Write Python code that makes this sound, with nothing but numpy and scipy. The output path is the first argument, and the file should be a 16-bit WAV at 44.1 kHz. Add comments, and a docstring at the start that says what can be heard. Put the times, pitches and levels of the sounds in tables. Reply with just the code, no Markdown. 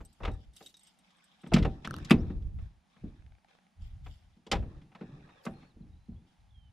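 """Windy grass verge: the rear doors of a van are unlatched and swung open.
Blows set door modes ringing, latch parts rattling as banded noise and the body humming.
Keys, handle, pawl, hinge stay and inner lever are scratch-excited modes.
Random snaps give the rustle of dry grass and the hiss of the doors after blows.
Wind and body rumble, far traffic and breeze are coloured noise; a far bird is gliding sines."""
import sys
import numpy as np
from scipy import signal
from scipy.fft import rfft, irfft
from scipy.io import wavfile

SR = 44100
rng = np.random.default_rng(int(sys.argv[2]) if len(sys.argv) > 2 else 0)


def unload_wav(signal):
    """Save mono or channel-first audio to the path in sys.argv[1] as 16-bit WAV at rate SR, clipped to [-1, 1]."""
    wavfile.write(
        sys.argv[1],
        SR,
        np.round(np.clip(np.atleast_2d(signal).T, -1, 1) * 32767).astype(np.int16),
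    )


N = 296352
CONTROL_STEP = 32   # samples between swell levels
DRIFT_STEP = 40   # samples between drift values
BAND_EDGES_HZ = 60 * 2 ** np.arange(0, 8.1, .5)   # half octaves
MODE_SPREAD_DB, TIGHT_SPREAD_DB = 2.5, 1.2   # random spread of each mode's strength per touch


def from_db(db):
    """Decibels to gain."""
    return 10 ** (np.asarray(db) / 20)


def rms_one(x):
    """Scale to unit rms."""
    return x / np.sqrt(np.mean(x ** 2) + 1e-20)


def at_hz(points, hz):
    """Interpolate a curve on a log-frequency axis."""
    curve_hz, values = np.array(points).T
    return np.interp(np.log(hz), np.log(curve_hz), values)


def drift(rate_hz):
    """Slow random signal of rms 1: noise through two equal real poles."""
    pole = np.exp(-2 * np.pi * DRIFT_STEP * rate_hz / SR)
    white = rng.standard_normal(N // DRIFT_STEP + 2002)
    slow = signal.lfilter([1], [1, -2 * pole, pole * pole], white)[2000:]
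    return np.interp(np.arange(N) / DRIFT_STEP, np.arange(len(slow)), rms_one(slow))


def band(x, low_hz, high_hz):
    """Butterworth band-pass."""
    sos = signal.butter(2, [low_hz, high_hz], "band", fs=SR, output="sos")
    return signal.sosfilt(sos, x)


def ring(clicks, hz, t60_s):
    """Two-pole resonator: a unit click starts a decaying sine of height 1."""
    r = from_db(-60 / (t60_s * SR))
    w = 2 * np.pi * hz / SR
    return signal.lfilter([0, np.sin(w)], [1, -2 * r * np.cos(w), r * r], clicks + 1e-18)


def stereo(mid, side, alike):
    """Mid and side to left and right; independent inputs of equal power correlate by alike."""
    alike = np.clip(alike, -1, 1)
    return np.sqrt(1 + alike) * mid + np.sqrt(1 - alike) * side * [[1], [-1]]


def coloured(spectrum, alike):
    """Stereo noise of rms 1 with a spectrum and a likeness by frequency."""
    hz = np.maximum(np.arange(N // 2 + 1) * SR / N, 1)
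    mid, side = rfft(rng.standard_normal((2, N))) * from_db(at_hz(spectrum, hz))
    return rms_one(irfft(stereo(mid, side, at_hz(alike, hz)), N))


def swell(start_s, hold_s, level_db, rise_s, fall_s):
    """One swell in dB: climb, hold, fall; rise_s and fall_s each span 40 dB."""
    t = np.arange(0, N + CONTROL_STEP, CONTROL_STEP) / SR
    before = (start_s - t) / rise_s
    after = (t - start_s - hold_s) / fall_s
    return level_db - 40 * np.maximum(0, np.maximum(before, after))


def summed(levels_db, rest_db):
    """Gain of overlapping swells, added as power over a resting level."""
    power = from_db(rest_db) ** 2 + np.sum(from_db(levels_db) ** 2, axis=0)
    return np.interp(np.arange(N) / CONTROL_STEP, np.arange(len(power)), np.sqrt(power))


def struck(events, modes, spread_db, crack_db, crack_t60_s, alike):
    """Each touch is a decaying noise scratch: it excites every mode and is heard itself as a crack."""
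    at_s, level_db = np.array(events).T
    at = (at_s * SR).astype(int)
    luck = rng.normal(0, 1, (len(at), len(modes)))
    clicks = np.zeros((2, N))
    noise = stereo(*rng.standard_normal((2, N)), alike)
    fade = from_db(-60 / (crack_t60_s * SR))
    out = 0
    for k, (hz, mode_db, t60_s) in enumerate(modes):
        clicks[:, at] = from_db(level_db + mode_db + spread_db * luck[:, k])
        # unit-energy scratch
        scratch = signal.lfilter([np.sqrt(1 - fade ** 2)], [1, -fade], clicks) * noise
        out = out + ring(scratch, hz, t60_s)
    clicks[:, at] = from_db(level_db + crack_db)
    crack = signal.lfilter([1], [1, -fade], clicks) * noise
    return out + band(crack, modes[0][0], modes[-1][0])


# far traffic and breeze spectrum: pitch_hz, relative_level_db_per_hz
AIR_SPECTRUM = [(59, -34), (105, -24), (177, 11), (437, -14.5), (517, -10), (821, 0.5), (1010, -7.5),
                (2670, -12), (6740, -20), (8150, -27), (9060, -20), (15300, -41)]
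# left-right likeness: pitch_hz, likeness
AIR_LIKENESS = [(100, 0.32), (400, .9), (1000, 0.28), (4000, 0.95), (12000, 0.13)]
# level curve: time_s, level_db
AIR_LEVEL = [(0, -73.5), (1.3, -71.5), (2.8, -73.5), (3.5, -72), (4.4, -71.5), (5.6, -72.5), (6.0, -73),
             (6.72, -74.5)]


def air():
    """Far traffic and breeze: steady coloured noise on a slowly drifting level."""
    time_s, level_db = np.transpose(AIR_LEVEL)
    level_db = np.interp(np.arange(N) / SR, time_s, level_db)
    return from_db(level_db + 1.2 * drift(3.4)) * coloured(AIR_SPECTRUM, AIR_LIKENESS)


# rumble spectrum: pitch_hz, relative_level_db_per_hz
RUMBLE_SPECTRUM = [(14, -30), (25, -9.5), (40, 0), (80, -1.5), (130, -11.5), (250, -33), (400, -76.5)]
# left-right likeness: pitch_hz, likeness
RUMBLE_LIKENESS = [(20, .7), (60, .8), (120, .995)]
# wind buffets, and thumps of the van body at heavy blows: start_s, hold_s, level_db
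RUMBLES = [(0.0, 0.017, -45), (0.231, 0.11, -38), (.47, 0.014, -47), (1.533, 0.14, -28),
           (1.963, 0.048, -44), (2.107, 0.55, -39.5), (3.035, 0.059, -48), (3.198, 0.1, -48.5),
           (3.8, 0.074, -46), (3.921, 0.16, -43), (4.536, 0.091, -32.5), (4.217, 0.11, -64),
           (4.69, 0.085, -50.5), (5.493, 0.047, -67.5), (5.768, 0.19, -53), (6.09, 0.055, -47.5),
           (6.4, .3, -57.5)]
RUMBLE_RISE_S, RUMBLE_FALL_S, CALM_DB = .05, .18, -86   # rise and fall per 40 dB


def rumble():
    """Low rumbles, partly unlike left to right: wind buffets, and van body thumps at heavy blows."""
    level = summed([swell(*row, RUMBLE_RISE_S, RUMBLE_FALL_S) for row in RUMBLES], CALM_DB)
    return level * from_db(3.0 * drift(12)) * coloured(RUMBLE_SPECTRUM, RUMBLE_LIKENESS)


# dry grass underfoot, and the hiss of the doors after blows:
# start_s, hold_s, level_db, tilt_db_per_octave
RUSTLES = [(0.0, 0.19, -71.5, 11), (0.226, 0.062, -53, -14), (0.327, .12, -65, 4), (.56, 0.11, -62, 15),
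           (0.812, 0.068, -60.5, 7.5), (1.045, 0.82, -61, -2.5), (1.6, 0.29, -70, -17.5),
           (1.854, 0.29, -50, -7.5), (2.203, 0.11, -60, -12), (2.603, 0.058, -62.5, -7.5),
           (2.9, 0.29, -66, -7), (3.493, .05, -60, -6.5), (3.823, 0.052, -61.5, 5),
           (4.052, 0.093, -60.5, 7.5), (4.225, .12, -71, 0.5), (4.6, 0.18, -63, -10.5),
           (4.992, 0.65, -60, -10.5), (5.442, 0.018, -62.5, 13.5), (6.271, 0.047, -72, 4.5)]
# rustle spectrum: pitch_hz, relative_level_db_per_half_octave
RUSTLE_SPECTRUM = [(500, -24), (1000, -8.5), (2000, -1), (3500, 2), (7000, -15), (12000, -18.5)]
RUSTLE_RISE_S, RUSTLE_FALL_S, STILL_DB = 0.052, .22, -82   # rise and fall per 40 dB
SNAPS_PER_S, SNAP_SPREAD_DB, PATCHY_DB = 2500, 2.8, 2.2


def rustle():
    """Rustling swells of dense snaps: dry grass underfoot, and the hiss of the doors after blows."""
    sizes_db = SNAP_SPREAD_DB * np.minimum(rng.exponential(1, (2, N)), 5)
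    sizes = from_db(sizes_db) * rng.choice([-1, 1], (2, N))
    snaps = sizes * (rng.random((2, N)) < SNAPS_PER_S / SR)
    levels_db = np.array([swell(*row[:3], RUSTLE_RISE_S, RUSTLE_FALL_S) for row in RUSTLES])
    tilt_db = np.array(RUSTLES)[:, 3:]
    out = 0
    for low_hz, high_hz in zip(BAND_EDGES_HZ[6:], BAND_EDGES_HZ[7:]):
        hz = np.sqrt(low_hz * high_hz)
        octaves = np.log2(min(hz, 7000) / 2500)
        level = summed(levels_db + tilt_db * octaves, STILL_DB)
        colour = from_db(at_hz(RUSTLE_SPECTRUM, hz) + PATCHY_DB * drift(18))
        out = out + rms_one(band(snaps, low_hz, high_hz)) * level * colour
    return from_db(-14.0 + 0.5 * drift(25)) * stereo(*out, 0.084)


# blows on the doors: time_s, crack_db, crack_centre_octaves_over_1_khz,
# thud_db, thud_centre_octaves_over_100_hz
BLOWS = [(0.0044, -47.5, 0.5, -48, 1.18), (0.2026, -44, 0.1, -49, 1), (0.2329, -38.5, 1.12, -41, 3.2),
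         (0.2493, -30.5, 1.1, -59, 1.2), (0.275, -34, 0.5, -36.5, 1.45), (0.6068, -50.5, 0.8, -52, 2.24),
         (1.1042, -61, 2.1, -97, 1), (1.4346, -48.5, 0.74, -41.5, 0.94), (1.4624, -48.5, 1, -42, 1.13),
         (1.5183, -42, 1, -28.5, 3), (1.5357, -20, 2, -9.5, 0.61), (1.562, -24, 1, -33, -0.019),
         (1.582, -38.5, 1.7, -26, 0.77), (1.625, -37, 1.53, -42, 0.36), (1.6481, -28.5, .8, -31, 2.7),
         (1.8462, -33, 1.54, -39, .8), (2.0465, -41, 2.4, -45, 0.75), (2.107, -14.5, 1.2, -8.5, 1.08),
         (2.2995, -50, 0.47, -31.5, 0.97), (2.4214, -65, 2, -43, 0.12), (2.5867, -56, 0.84, -42, -0.61),
         (2.9629, -59, 0.75, -55.5, 0.35), (3.0353, -71.5, 1, -32.5, 0.93), (4.061, -45, 1, -54, 1.1),
         (4.365, -78.5, 2, -56, 0.93), (4.4651, -48.5, 1.9, -48.5, 2.7), (4.5144, -19, 2, -29.5, 3.1),
         (4.528, -26, 0.8, -28.5, 0.61), (4.5514, -36, 0.9, -30, 0.33), (4.57, -57, -1.5, -32, -0.64),
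         (4.625, -52.5, 0.5, -28.5, -0.088), (4.8141, -60.5, 1.5, -47, -0.21),
         (4.9177, -56.5, 0.9, -63.5, 1.3), (4.9492, -45, 1, -51, 0.55), (5.01, -45.5, 0.66, -36, 1.27),
         (5.2894, -51.5, 0.73, -65, .8), (5.451, -43.5, 3.04, -44, 3.6), (5.464, -33.5, .5, -29.5, 0.93),
         (5.627, -55.5, 0.76, -49, 0.35), (5.7638, -83.5, -3, -50, 1.07), (5.8023, -81, -0.2, -36.5, 0.25),
         (6.085, -91.5, -6.5, -34.5, 0.49), (6.2, -90, 1, -48, 0.17)]


def hump_db(peak_db, centre_hz, hz, fall_below, fall_above):
    """Spectral hump; falls are in dB per octave squared."""
    fall = fall_above if hz > centre_hz else fall_below
    return peak_db - fall * np.log2(hz / centre_hz) ** 2


def blow_db(blow, hz):
    """Strength of one blow at a pitch: crack and thud humps added as power."""
    _, crack_db, crack_octaves, thud_db, thud_octaves = blow
    crack = hump_db(crack_db, 1000 * 2 ** crack_octaves, hz, fall_below=3, fall_above=11)
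    thud = hump_db(thud_db, 100 * 2 ** thud_octaves, hz, fall_below=1.5, fall_above=10)
    return 10 * np.log10(from_db(crack) ** 2 + from_db(thud) ** 2)


# decay time against CLATTER_T60_S: pitch_hz, factor
CLATTER_LINGER = [(80, 3.5), (250, 2.4), (800, 0.46), (3000, 0.41), (12000, 0.22)]
# what the panel radiates of a clatter: pitch_hz, gain_db
PANEL_RADIATION = [(70, -38), (150, -19), (300, -11.5), (500, -6), (700, 2), (1700, -7), (2600, -3),
                   (9500, -2.5), (11500, -27), (15000, -35.5)]
# likeness at the two microphones, also for the panels: pitch_hz, likeness
DOOR_LIKENESS = [(60, 0.3), (120, 0.97), (350, 1), (600, .88), (2500, .92), (5000, 1), (8000, 0.13)]
CLATTER_T60_S = .13


def clatter(gain_db, tail_db, tail_times, rise_s, grain_db):
    """Latch parts rattle: noise dies band by band, fast at first, then slowly in the van body."""
    out = np.zeros((2, N))
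    t = np.arange(SR // 2) / SR
    white = rng.standard_normal((2, 2, N)) * from_db(grain_db * drift(220))
    rise = 1 - np.exp(-t / max(rise_s, 1e-4))
    for k, (low_hz, high_hz) in enumerate(zip(BAND_EDGES_HZ, BAND_EDGES_HZ[1:])):
        hz = np.sqrt(low_hz * high_hz)
        slope_db = -60 * t / (CLATTER_T60_S * at_hz(CLATTER_LINGER, hz))
        decay = from_db(slope_db) + from_db(tail_db + slope_db / tail_times)
        envelope = np.full(N + SR, 1e-9)
        for blow in BLOWS:
            i = round(blow[0] * SR)
            envelope[i:i + len(t)] += from_db(blow_db(blow, hz)) * rise * decay
        part = band(white[k % 2] * envelope[:N], low_hz, high_hz)
        part *= np.sqrt(SR / (high_hz - low_hz))   # undo the bandwidth loss
        out += from_db(at_hz(PANEL_RADIATION, hz)) * stereo(*part, at_hz(DOOR_LIKENESS, hz))
    return from_db(gain_db) * out


# door panel and latch modes: pitch_hz, relative_level_db, t60_s
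DOOR_MODES = [(85, -24, .3), (145, -13, .3), (186.4, -1.5, 0.14), (231.2, -4.5, 0.19), (287.4, -8.5, 0.2),
              (336.6, -5.5, 0.11), (451.2, -1.5, 0.095), (545, -12, 0.053), (773, -12.5, 0.27),
              (1294, -8, 0.035), (2057, -12.5, 0.055), (2676, -9, 0.02), (3355, -14.5, .05)]


def panels(gain_db, spread_db):
    """Every blow rings the door's modes, each as hard as the blow is at that pitch."""
    at = [round(blow[0] * SR) for blow in BLOWS]
    out = np.zeros((2, N))
    luck = rng.normal(0, 1, (len(at), len(DOOR_MODES)))
    for k, (hz, level_db, t60_s) in enumerate(DOOR_MODES):
        sign = (-1) ** k
        clicks = np.zeros(N)
        clicks[at] = from_db([blow_db(blow, hz) for blow in BLOWS] + spread_db * luck[:, k])
        # rubber seals round off the contact; neighbouring modes start opposed
        soft = band(clicks, .6 * hz, 1.7 * hz) * sign
        rung = ring(soft, hz, t60_s) * from_db(level_db)
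        # each mode radiates from another part of the door: alternate modes lean left and right
        out += stereo(rung, rung * sign, at_hz(DOOR_LIKENESS, hz))
    return from_db(gain_db) * out


# body resonances: pitch_hz, width_hz, relative_level_db
BODY_RESONANCES = [(150, 13, -4), (173, 99, 3), (260, 57, -10), (300, 21, -12)]
# body hum while the handle bounces or a door swings: start_s, hold_s, level_db
HUMS = [(1.872, 0.12, -42.5), (2.297, 0.14, -58), (4.7, 0.086, -54.5), (5.09, 0.11, -51.5),
        (5.55, 0.058, -58.5)]
BOOM_UNDER_THUD_DB, BOOM_REST_DB = 19.5, -96
BOOM_RISE_S, BOOM_FALL_S = 0.034, 0.36   # per 40 dB


def boom():
    """The hollow van body hums after every thud and while the handle bounces or a door swings."""
    white = rng.standard_normal(N)
    hum = 0
    for hz, width_hz, level_db in BODY_RESONANCES:
        hum = hum + from_db(level_db) * rms_one(ring(white, hz, 2.2 / width_hz))
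    thuds = [(blow[0] + BOOM_RISE_S, 0, blow[3] - BOOM_UNDER_THUD_DB) for blow in BLOWS]
    swells = [swell(*row, BOOM_RISE_S, BOOM_FALL_S) for row in thuds + HUMS]
    return summed(swells, BOOM_REST_DB) * rms_one(hum)


# keys touch: time_s, small_keys_db, big_key_db
JINGLE = [(0.0499, -38, -62), (0.129, -47, -76), (0.314, -52.5, -66), (0.3347, -56, -67),
          (0.5344, -53, -66), (0.5643, -36.5, -55.5), (0.6245, -48, -56), (0.6613, -34, -50.5),
          (0.6928, -48, -62), (0.741, -71, -55.5), (0.768, -43.5, -59), (0.7927, -50, -67),
          (0.832, -45, -73), (0.8696, -47, -62), (0.8802, -65, -80), (0.9875, -51, -73), (1.1677, -59, -82),
          (1.241, -47.5, -71), (1.416, -55.5, -88), (1.472, -48, -60)]
# small key modes: pitch_hz, relative_level_db, t60_s
SMALL_KEY_MODES = [(6500, -16, .008), (7900, -9, .015), (8280, -4, .045), (9600, -9, .012),
                   (11500, -18, .008)]
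# big key modes: pitch_hz, relative_level_db, t60_s
BIG_KEY_MODES = [(3794, 3.5, 0.024), (4310, -1.5, 0.01), (5700, -13, 0.021)]


def keys():
    """A bunch of small keys and one big one knock together, each touch ringing their modes."""
    rows = np.array(JINGLE)
    small = struck(rows[:, :2], SMALL_KEY_MODES, MODE_SPREAD_DB,
                   crack_db=-10.5, crack_t60_s=0.042, alike=0.15)
    big = struck(rows[:, ::2], BIG_KEY_MODES, MODE_SPREAD_DB,
                 crack_db=2.5, crack_t60_s=0.069, alike=0.91)
    return from_db(-10.5) * small + big


# bird notes: start_s, length_s, first_hz, middle_hz, last_hz, level_db, pulses_per_s (0 = plain)
SONG = [(.06, .05, 4650, 4850, 5000, -80, 0), (.08, .04, 3980, 4020, 4050, -80, 0),
        (.345, .08, 4550, 4750, 4900, -83, 0), (.35, .08, 3900, 3960, 4040, -86, 0),
        (2.18, .04, 4700, 5300, 5800, -66, 0), (5.3, .125, 3690, 3610, 2950, -73, 0),
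        (5.535, .162, 4200, 4230, 4420, -73, 0), (5.695, .03, 4420, 3900, 3500, -73, 0),
        (5.82, .012, 4300, 4000, 3700, -70, 0), (5.9, .27, 3720, 4050, 4150, -78, 55.4),
        (6.16, .06, 3300, 3420, 3550, -78, 0), (6.4, .015, 4200, 4000, 3800, -76, 0),
        (6.49, .01, 3500, 3300, 3100, -72, 0), (6.505, .013, 3700, 3470, 3250, -70, 0),
        (6.522, .018, 3500, 3380, 3300, -70, 0), (6.54, .158, 3300, 3120, 3010, -70, 0)]
NOTE_FADE_DB = 5   # drop over each note


def bird():
    """Thin whistles with soft ends; pitch bends through first, middle and last."""
    out = np.zeros(N)
    for start_s, length_s, first_hz, middle_hz, last_hz, level_db, pulses_per_s in SONG:
        i = np.arange(round(start_s * SR), min(round((start_s + length_s) * SR), N))
        u = (i - i[0]) / len(i)
        bend_hz = 4 * middle_hz - 2 * first_hz - 2 * last_hz
        hz = first_hz * (1 - u) + last_hz * u + bend_hz * u * (1 - u)
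        ends = np.clip(np.minimum(i - i[0], i[-1] - i) / (0.003 * SR), 0, 1)
        if pulses_per_s > 20:
            ends = ends * np.cos(np.pi * pulses_per_s * u * length_s) ** 2
        whistle = np.sin(2 * np.pi * np.cumsum(hz) / SR)
        out[i] += ends * from_db(level_db - NOTE_FADE_DB * u) * whistle
    return out * from_db(2.5 * drift(30)) * from_db([[-5], [3]])   # louder on the right


# handle hits its stop: time_s, level_db
BOUNCES = [(1.8746, -33), (1.9091, -30.5), (1.941, -33.5), (1.9649, -33), (1.9854, -38.5), (2.0018, -51)]
# handle modes: pitch_hz, relative_level_db, t60_s
HANDLE_MODES = [(1330, 0, .02), (1520, -1, .016), (2900, -6, .006), (4300, -9, .005), (5800, -12, .004),
                (9300, -16, .005)]


def handle():
    """The sprung handle bounces on its stop; each contact rings short metal modes."""
    hits = struck(BOUNCES, HANDLE_MODES, TIGHT_SPREAD_DB, crack_db=-8, crack_t60_s=.005, alike=0.88)
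    return hits * from_db([[-3.7], [-2.3]])


# pawl slips, then lets go: time_s, level_db
PAWL_SLIPS = [(2.0975, -31.5), (2.1075, -18.5)]
# pawl modes: pitch_hz, relative_level_db, t60_s
PAWL_MODES = [(2560, 3.5, 0.022), (4740, -10.5, 0.013), (9300, -25, .01)]


def pawl():
    """The latch pawl slips and lets go, ringing its small stiff modes."""
    return struck(PAWL_SLIPS, PAWL_MODES, MODE_SPREAD_DB, crack_db=-15, crack_t60_s=0.056, alike=0.93)


# hinge stay ticks: time_s, level_db
STAY_TICKS = [(3.164, -62), (3.223, -59), (3.264, -56), (3.321, -56), (3.351, -57.5), (3.384, -60.5),
              (3.446, -54.5), (3.485, -57), (3.512, -58), (3.551, -51.5), (3.587, -55.5), (3.619, -72),
              (3.667, -59)]
# stay modes: pitch_hz, relative_level_db, t60_s
STAY_MODES = [(811, 5.5, 0.013), (1400, -8, 0.0077), (2200, -16, 0.0072)]


def stay():
    """The hinge stay ticks as the door swings: strong scratch, short modes."""
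    ticks = struck(STAY_TICKS, STAY_MODES, TIGHT_SPREAD_DB,
                   crack_db=11.5, crack_t60_s=0.01383, alike=0.257)
    return ticks * from_db(-7.5)


# second door's inner lever snaps: time_s, level_db
LEVER_SNAPS = [(4.523, -29), (4.551, -43)]
# lever modes: pitch_hz, relative_level_db, t60_s
LEVER_MODES = [(406, -5.5, .15), (681, -16, 0.18), (805, 2, 0.22), (977, -8, 0.099)]


def lever():
    """The second door's inner lever snaps, ringing longer and lower modes."""
    return struck(LEVER_SNAPS, LEVER_MODES, TIGHT_SPREAD_DB, crack_db=-21, crack_t60_s=0.029, alike=1.0)


def scene():
    """All sources at the two microphones."""
    doors = clatter(gain_db=-8, tail_db=-27.5, tail_times=4.0, rise_s=0.003, grain_db=0.5)
    doors += panels(gain_db=-4.0, spread_db=MODE_SPREAD_DB)
    metal = keys() + handle() + pawl() + stay() + lever()
    return air() + rumble() + rustle() + doors + boom() + metal + bird()


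def record(dry):
    """Low-pass: 70 dB down from 15.4 kHz up."""
    return signal.sosfilt(signal.cheby2(12, 70, 15400, fs=SR, output="sos"), dry)


dry = scene()
out = record(dry)
unload_wav(out)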